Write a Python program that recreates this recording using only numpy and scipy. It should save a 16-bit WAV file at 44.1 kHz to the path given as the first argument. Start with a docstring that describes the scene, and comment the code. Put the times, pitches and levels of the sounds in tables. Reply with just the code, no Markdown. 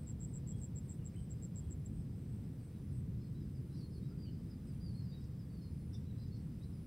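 """Evening on the bank of a pond. From the start a distant town rumbles, a flock twitters across the water
and far crickets trill, their wing strokes driving wing resonances. A cricket in the reeds close by chirps
in short pulse trains; a meadow katydid joins in with a scraping buzz that swells once a second. Small birds
warble and rasp, and faint ticks come from the stems. The near cricket stops before two seconds have passed;
after three, one bird repeats a falling whistle and the warbles grow busier."""
import sys
import numpy as np
from scipy import signal
from scipy.fft import rfft, irfft
from scipy.io import wavfile
from scipy.ndimage import uniform_filter1d

SR = 44100
rng = np.random.default_rng(int(sys.argv[2]) if len(sys.argv) > 2 else 0)


def int16_out(signal):
    """Quantize to a 16-bit WAV file."""
    q = np.round(np.clip(np.atleast_2d(signal).T, -1, 1) * 32767)
    wavfile.write(sys.argv[1], SR, q.astype(np.int16))


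N = 302526
TIME = np.arange(N) / SR
BINS = np.maximum(np.fft.rfftfreq(N, 1 / SR), 1)  # Hz


def undb(db):
    """Decibels to amplitude ratio."""
    return 10 ** (np.asarray(db) / 20)


def unit(x):
    """Normalisation to rms 1."""
    return x / np.sqrt(np.mean(x ** 2))


def noise(gain):
    """Spectral shaping: white noise weighted by a gain per frequency bin, at rms 1."""
    return unit(irfft(rfft(rng.standard_normal(N)) * gain, N))


def colour(points):
    """Spectral envelope: gain per bin through (Hz, dB) points on a logarithmic frequency axis."""
    hz, db = np.transpose(points)
    return undb(np.interp(np.log(BINS), np.log(hz), db))


def band(hz, width_hz):
    """Gaussian passband: gain per bin around one frequency."""
    return np.exp(-2 * ((BINS - hz) / width_hz) ** 2)


def ring(x, modes):
    """Forced resonance: x drives parallel (Hz, width in Hz, dB) modes; the response has rms 1."""
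    gain = sum(undb(db) / (1 + 2 * ((BINS - hz) / width) ** 2) for hz, width, db in modes)
    return unit(irfft(rfft(x) * gain, N))


def walk(rate_hz):
    """Random modulation: noise of rms 1, low-passed near rate_hz."""
    return noise(np.exp(-(BINS / rate_hz) ** 2))


def hump(start, length):
    """Half-sine envelope from silence to 1 and back."""
    return np.sin(np.pi * np.clip((TIME - start) / length, 0, 1))


def add(track, start, sound):
    """Superposition of a sound on a track, from a start in seconds."""
    i = max(int(start * SR), 0)
    part = sound[:max(N - i, 0)]
    track[i:i + len(part)] += part


def scatter(x, t60, wet_db, spread=0.091):
    """Diffuse reflection: leaves and banks add a decaying tail, partly unlike in the two ears."""
    t = TIME[:SR]
    tails = rng.standard_normal((2, SR)) * undb(-60 * t / t60) * (1 - np.exp(-t / .004))
    mid, side = (signal.fftconvolve(x, tail / np.linalg.norm(tail))[:N] for tail in tails)
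    return x + undb(wet_db) * (mid + spread * np.array([side, -side]))


def town(level_db=-44, sway_db=0.85, drone_hz=240, roar_hz=430):
    """Band-wise modulation of noise: the deep rumble sways while engines and tyres follow the traffic."""
    # The town's spectrum. Each row: frequency in Hz, relative spectral density in dB.
    spectrum = [(12, -45), (20, -22.5), (75, -1.5), (140, 0), (198, -6), (368, -23), (503, -28), (573, -35),
                (1000, -44.5), (1300, -60.5), (2200, -120)]
    # Distant traffic. Each row: time in seconds, engine drone gain in dB, tyre roar gain in dB.
    traffic = [(0, -0.5, 2), (1.2, 0, 1), (2.4, 1, 1), (3.3, 1, -2), (4.1, 4, -1), (5, -1, -0.5),
               (6.86, 0.5, -1)]
    low_cut = 1 / (1 + (22 / BINS) ** 6)
    rumble = noise(colour(spectrum) * low_cut)
    upper, roar = (irfft(rfft(rumble) / (1 + (hz / BINS) ** 10), N) for hz in (drone_hz, roar_hz))
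    times, *levels = np.transpose(traffic)
    engines, tyres = (undb(np.interp(TIME, times, db)) for db in levels)
    deep = (rumble - upper) * undb(sway_db * walk(0.92))
    return undb(level_db) * (deep + (upper - roar) * engines + roar * tyres)


def air(level_db=-75.5):
    """Incoherent summation: leaves and far insects merge into a faint, wavering wash of noise."""
    # The wash's spectrum. Each row: frequency in Hz, relative spectral density in dB.
    spectrum = [(500, -21), (1100, -2), (1500, -4), (2200, -5.5), (3200, -9.5), (4200, -10.5), (5100, -17),
                (5800, -13.5), (7000, -26.5), (8200, -12.5), (10000, -18), (15000, -18.5)]
    return undb(level_db) * noise(colour(spectrum)) * undb(.5 * walk(6.6))


def far_flock(hz=5000, width_hz=700, level_db=-87.5, patchy_db=2.3):
    """Reverberation runs the twitter of birds on the far bank together into a patchy band of noise."""
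    twitter = unit(noise(band(hz, width_hz)) * undb(patchy_db * walk(11.7)))
    return scatter(undb(level_db) * twitter, t60=0.56, wet_db=-14.0)


def far_crickets(stroke_hz=126, scrape=0.74, bright_db=-5):
    """Stridulation: quick strokes ring the wing resonances in soft trills; loud ones add a higher scrape."""
    # Wing resonances. Each row: frequency in Hz, width in Hz, relative gain in dB.
    wings = [(7900, 90, -10), (8144, 87, 6), (8360, 70, -5), (8540, 290, -21)]
    # Bouts of evenly spaced trills. Each row: middle of the first trill in seconds, period in seconds,
    # number of trills, trill length in seconds, level in dB, change per trill in dB.
    bouts = [(0, 0.3, 5, 0.17, -75, 0.5), (1.395, .262, 5, 0.23, -82.5, 0), (2.008, .32, 4, 0.13, -80, 1.7),
             (3.29, .231, 6, 0.24, -84, -0.5), (4.7, .265, 5, 0.15, -81.5, -1.6),
             (5.95, 0.23, 4, 0.19, -83.5, 0)]
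    phase = np.cumsum(stroke_hz * (1 + .09 * walk(25) + .06 * walk(90))) / SR
    strokes = np.diff(np.floor(phase), prepend=0)
    grit = np.exp(-(phase % 1)) * rng.standard_normal(N)
    drive = unit(strokes) + scrape * unit(grit)
    effort = sum(undb(db + k * change_db) * hump(first + k * period - length / 2, length)
                 for first, period, count, length, db, change_db in bouts for k in range(count))
    bright = undb(bright_db) * effort / effort.max()
    song = ring(drive, wings) + bright * ring(grit, wings[-1:])
    return scatter(song * effort, t60=.5, wet_db=-9)


def near_cricket(hz=7590, droop_hz=90, stroke_hz=117, stroke_s=0.0076, echo_s=0.0064):
    """Resonant stridulation: each wing stroke is a pure pip, growing louder through the chirp."""
    # Chirps. Each row: time of the first full stroke in seconds, number of full strokes.
    chirps = [(0.0736, 5), (.2077, 6), (0.342, 5), (0.4762, 6), (0.6187, 5), (0.762, 4), (0.8965, 4),
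              (1.057, 3), (1.309, 3), (1.427, 4), (1.5606, 5), (1.7113, 3), (1.8632, 1)]
    last_stroke_db, crescendo_db, run_up_db = -50.5, 5.5, -18
    hiss_db, echo_db = -20, -9
    out = np.zeros(N)
    u = np.arange(int(stroke_s * SR)) / (stroke_s * SR)
    shape = np.sin(np.pi * u ** .85) ** 1.6
    for first, count in chirps:
        # stroke -1 is a weak run-up, as the wings engage
        for k, (late, size, detune, phase) in enumerate(rng.standard_normal((count + 1, 4)), start=-1):
            pitch = hz + 25 * detune + droop_hz * (1 - 2 * u)
            rise_db = run_up_db if k < 0 else -crescendo_db * (1 - (k + 1) / count) ** 2
            gain = undb(last_stroke_db + rise_db + 0.5 * size)
            start = first + k / stroke_hz - stroke_s / 2 + 0.00021 * late
            add(out, start, gain * shape * np.sin(2 * np.pi * (np.cumsum(pitch) / SR + phase)))
    # a faint, soft hiss surrounds each chirp's tone
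    chirp_envelope = uniform_filter1d(uniform_filter1d(abs(signal.hilbert(out)), size=700), size=600)
    out += undb(hiss_db) * chirp_envelope * noise(band(7250, 540))
    out += undb(echo_db) * np.roll(out, int(echo_s * SR))  # reflection from the water
    return scatter(out, t60=.1, wet_db=-19)


def far_peeps(count=18, low_hz=4720, high_hz=5220, length_s=.06, max_glide_hz=-680, relative_db=-85):
    """Stratified random timing: one faint, falling bird note per time slot, as rows for whistles()."""
    return [((k + when) * TIME[-1] / count, length_s, low_hz + high * (high_hz - low_hz),
             fall * max_glide_hz, relative_db)
            for k, (when, high, fall) in enumerate(rng.random((count, 3)))]


def katydid(stroke_hz=96, first_end_s=0.99, period_s=1.002, length_s=0.64, edge_s=.012):
    """Pulsed friction drives the wing resonances in a buzz that swells and breaks off once a second."""
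    # Wing resonances. Each row: frequency in Hz, width in Hz, relative gain in dB.
    wings = [(9350, 560, -5.5), (9900, 190, 0.5)]
    full_db, swell_db = -81.5, 12
    warm_up_db, warm_up_s = -6, 1.5  # early buzzes are weaker, until the insect warms up
    phase = np.cumsum(stroke_hz * (1 + 0.011 * walk(6.7))) / SR
    friction = np.exp(-(phase % 1) / 1.1) * rng.standard_normal(N)
    effort = np.zeros(N)
    for end in np.arange(first_end_s, TIME[-1] + length_s, period_s):
        start = end - length_s
        top_db = full_db + warm_up_db * np.exp((first_end_s - end) / warm_up_s)
        u = np.clip((TIME - start) / length_s, 0, 1)
        gate = np.clip(np.minimum(TIME - start, end - TIME) / edge_s + .5, 0, 1)
        effort += gate * undb(top_db - swell_db * (1 - u) ** 2)
    return scatter(ring(friction, wings) * effort, t60=.35, wet_db=-11)


def whistles(waver=0.012, flutter_db=2.0, gain_db=-2.5, reeds_db=-5, bank_db=-8):
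    """Frequency modulation: near-pure arcs of pitch, made uneven by the syrinx and the path over water."""
    # One bird's repeated falling whistle. Each row: start in seconds, relative level in dB.
    slurs = [(3.203, -79), (3.397, -78), (3.53, -79), (3.726, -75), (3.906, -73), (4.075, -76),
             (4.305, -77.5), (4.487, -72.5), (4.67, -75), (5.02, -72.5), (5.197, -75), (5.383, -74),
             (5.61, -74), (6.724, -75)]
    slur_s, slur_hz, slur_glide_hz = .06, 4970, -680
    # The other birds' arched notes. Each row: start in seconds, length in seconds, middle pitch in Hz,
    # glide in Hz, relative level in dB.
    warbles = [(.514, .065, 3300, 70, -76.5), (.99, .042, 2900, -100, -82), (1.157, .04, 3070, 60, -74.5),
               (1.61, .06, 3320, 90, -82.5), (2.72, .07, 3900, -100, -82), (3.204, .08, 4320, -90, -81),
               (3.328, 0.1, 3940, -50, -80), (3.756, 0.09, 4650, -450, -70), (3.807, 0.07, 4270, 40, -72),
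               (3.931, .06, 4420, -500, -72), (4.015, .07, 3860, 90, -77), (4.182, .12, 4690, -620, -67.5),
               (4.804, 0.11, 4750, -600, -65), (4.939, 0.087, 4320, -100, -69),
               (5.073, 0.082, 4750, -230, -70.5), (5.113, .075, 3855, 0, -70),
               (5.486, 0.12, 4570, -350, -76.5), (5.598, 0.093, 4340, -170, -73),
               (6.05, 0.082, 3950, -130, -76.5), (6.171, 0.083, 4090, -60, -71.5),
               (6.311, 0.06, 4370, -150, -71), (6.605, 0.067, 3950, 328, -71)]
    arch_hz_per_s = 1200  # both ends of a note sag, the more the longer it lasts
    scoop, scoop_s, long_note_s = .05, .009, .065  # long notes start this fraction flat and slide up
    out, wobble, flutter = np.zeros(N), walk(240), walk(77)
    slur_notes = [(start, slur_s, slur_hz, slur_glide_hz, db) for start, db in slurs]
    for start, length, hz, glide_hz, db in slur_notes + warbles + far_peeps():
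        u = np.linspace(0, 1, int(length * SR))
        here = (int(start * SR) + np.arange(len(u))) % N
        pitch = hz + glide_hz * (u - .5) - arch_hz_per_s * length * (2 * u - 1) ** 2
        pitch *= 1 + waver * wobble[here] - scoop * (length > long_note_s) * np.exp(-u * length / scoop_s)
        shape = np.sqrt(np.abs(np.sin(np.pi * u))) * undb(db + gain_db + flutter_db * flutter[here])
        add(out, start, np.sqrt(2) * shape * np.sin(2 * np.pi * np.cumsum(pitch) / SR))
    # nearby reeds blur each note; the far bank answers faintly
    blurred = scatter(out, t60=0.071, wet_db=reeds_db, spread=0)[0]
    return scatter(blurred, t60=0.69, wet_db=bank_db)


def ticks(decay_s=0.0067):
    """Damped transients: tiny dry snaps among the stems, as noise that dies away exponentially."""
    # Snaps. Each row: start in seconds, initial level in dB.
    snaps = [(.5183, -73), (.5822, -73), (1.4522, -78), (1.558, -78), (5.241, -69), (6.2792, -76)]
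    envelope = sum(undb(db) * (TIME > start) * np.exp(-abs(TIME - start) / decay_s) for start, db in snaps)
    return envelope * noise(band(5400, 1800))


def rasps():
    """Source and filter: a rough source in one resonance of a bird's throat gives a hoarse chip."""
    # Chips. Each row: start in seconds, length in seconds, centre in Hz, width in Hz, level in dB.
    chips = [(1.13, .04, 2350, 450, -77.5), (1.162, .05, 3040, 380, -78), (3.73, 0.11, 5160, 1300, -77),
             (3.694, .11, 4030, 300, -77), (4.077, 0.08, 1360, 130, -78), (4.243, .03, 2600, 250, -78),
             (4.252, 0.063, 2990, 220, -72.5), (5.926, 0.049, 5330, 750, -65.5),
             (5.932, 0.038, 3620, 220, -69.5), (6.158, 0.16, 4900, 450, -75), (6.32, .12, 5000, 1200, -78),
             (6.622, .035, 4700, 1200, -74)]
    out = sum(undb(db) * hump(start, length) * noise(band(hz, width))
              for start, length, hz, width, db in chips)
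    return scatter(out, t60=.5, wet_db=-10)


def scene():
    """Superposition: all the sources lie ahead, and only their scattered returns have width."""
    insects = near_cricket() + far_crickets() + katydid()
    birds = whistles() + rasps() + far_flock()
    return insects + birds + ticks() + town() + air()


def record(dry, hiss_db=-77, cutoff_hz=15850):
    """Self-noise and band limiting: each microphone adds its own hiss, and the top is cut steeply."""
    # Microphone hiss. Each row: frequency in Hz, relative spectral density in dB.
    spectrum = [(200, -27), (1000, -26.5), (2500, -5), (7000, 1.5), (11000, 1), (15000, 2)]
    hiss = undb(hiss_db) * np.array([noise(colour(spectrum)) for _ in dry])
    low_pass = 1 / (1 + (BINS / cutoff_hz) ** 200)
    return irfft(rfft(dry + hiss) * low_pass, N)


dry = scene()
out = record(dry)
int16_out(out)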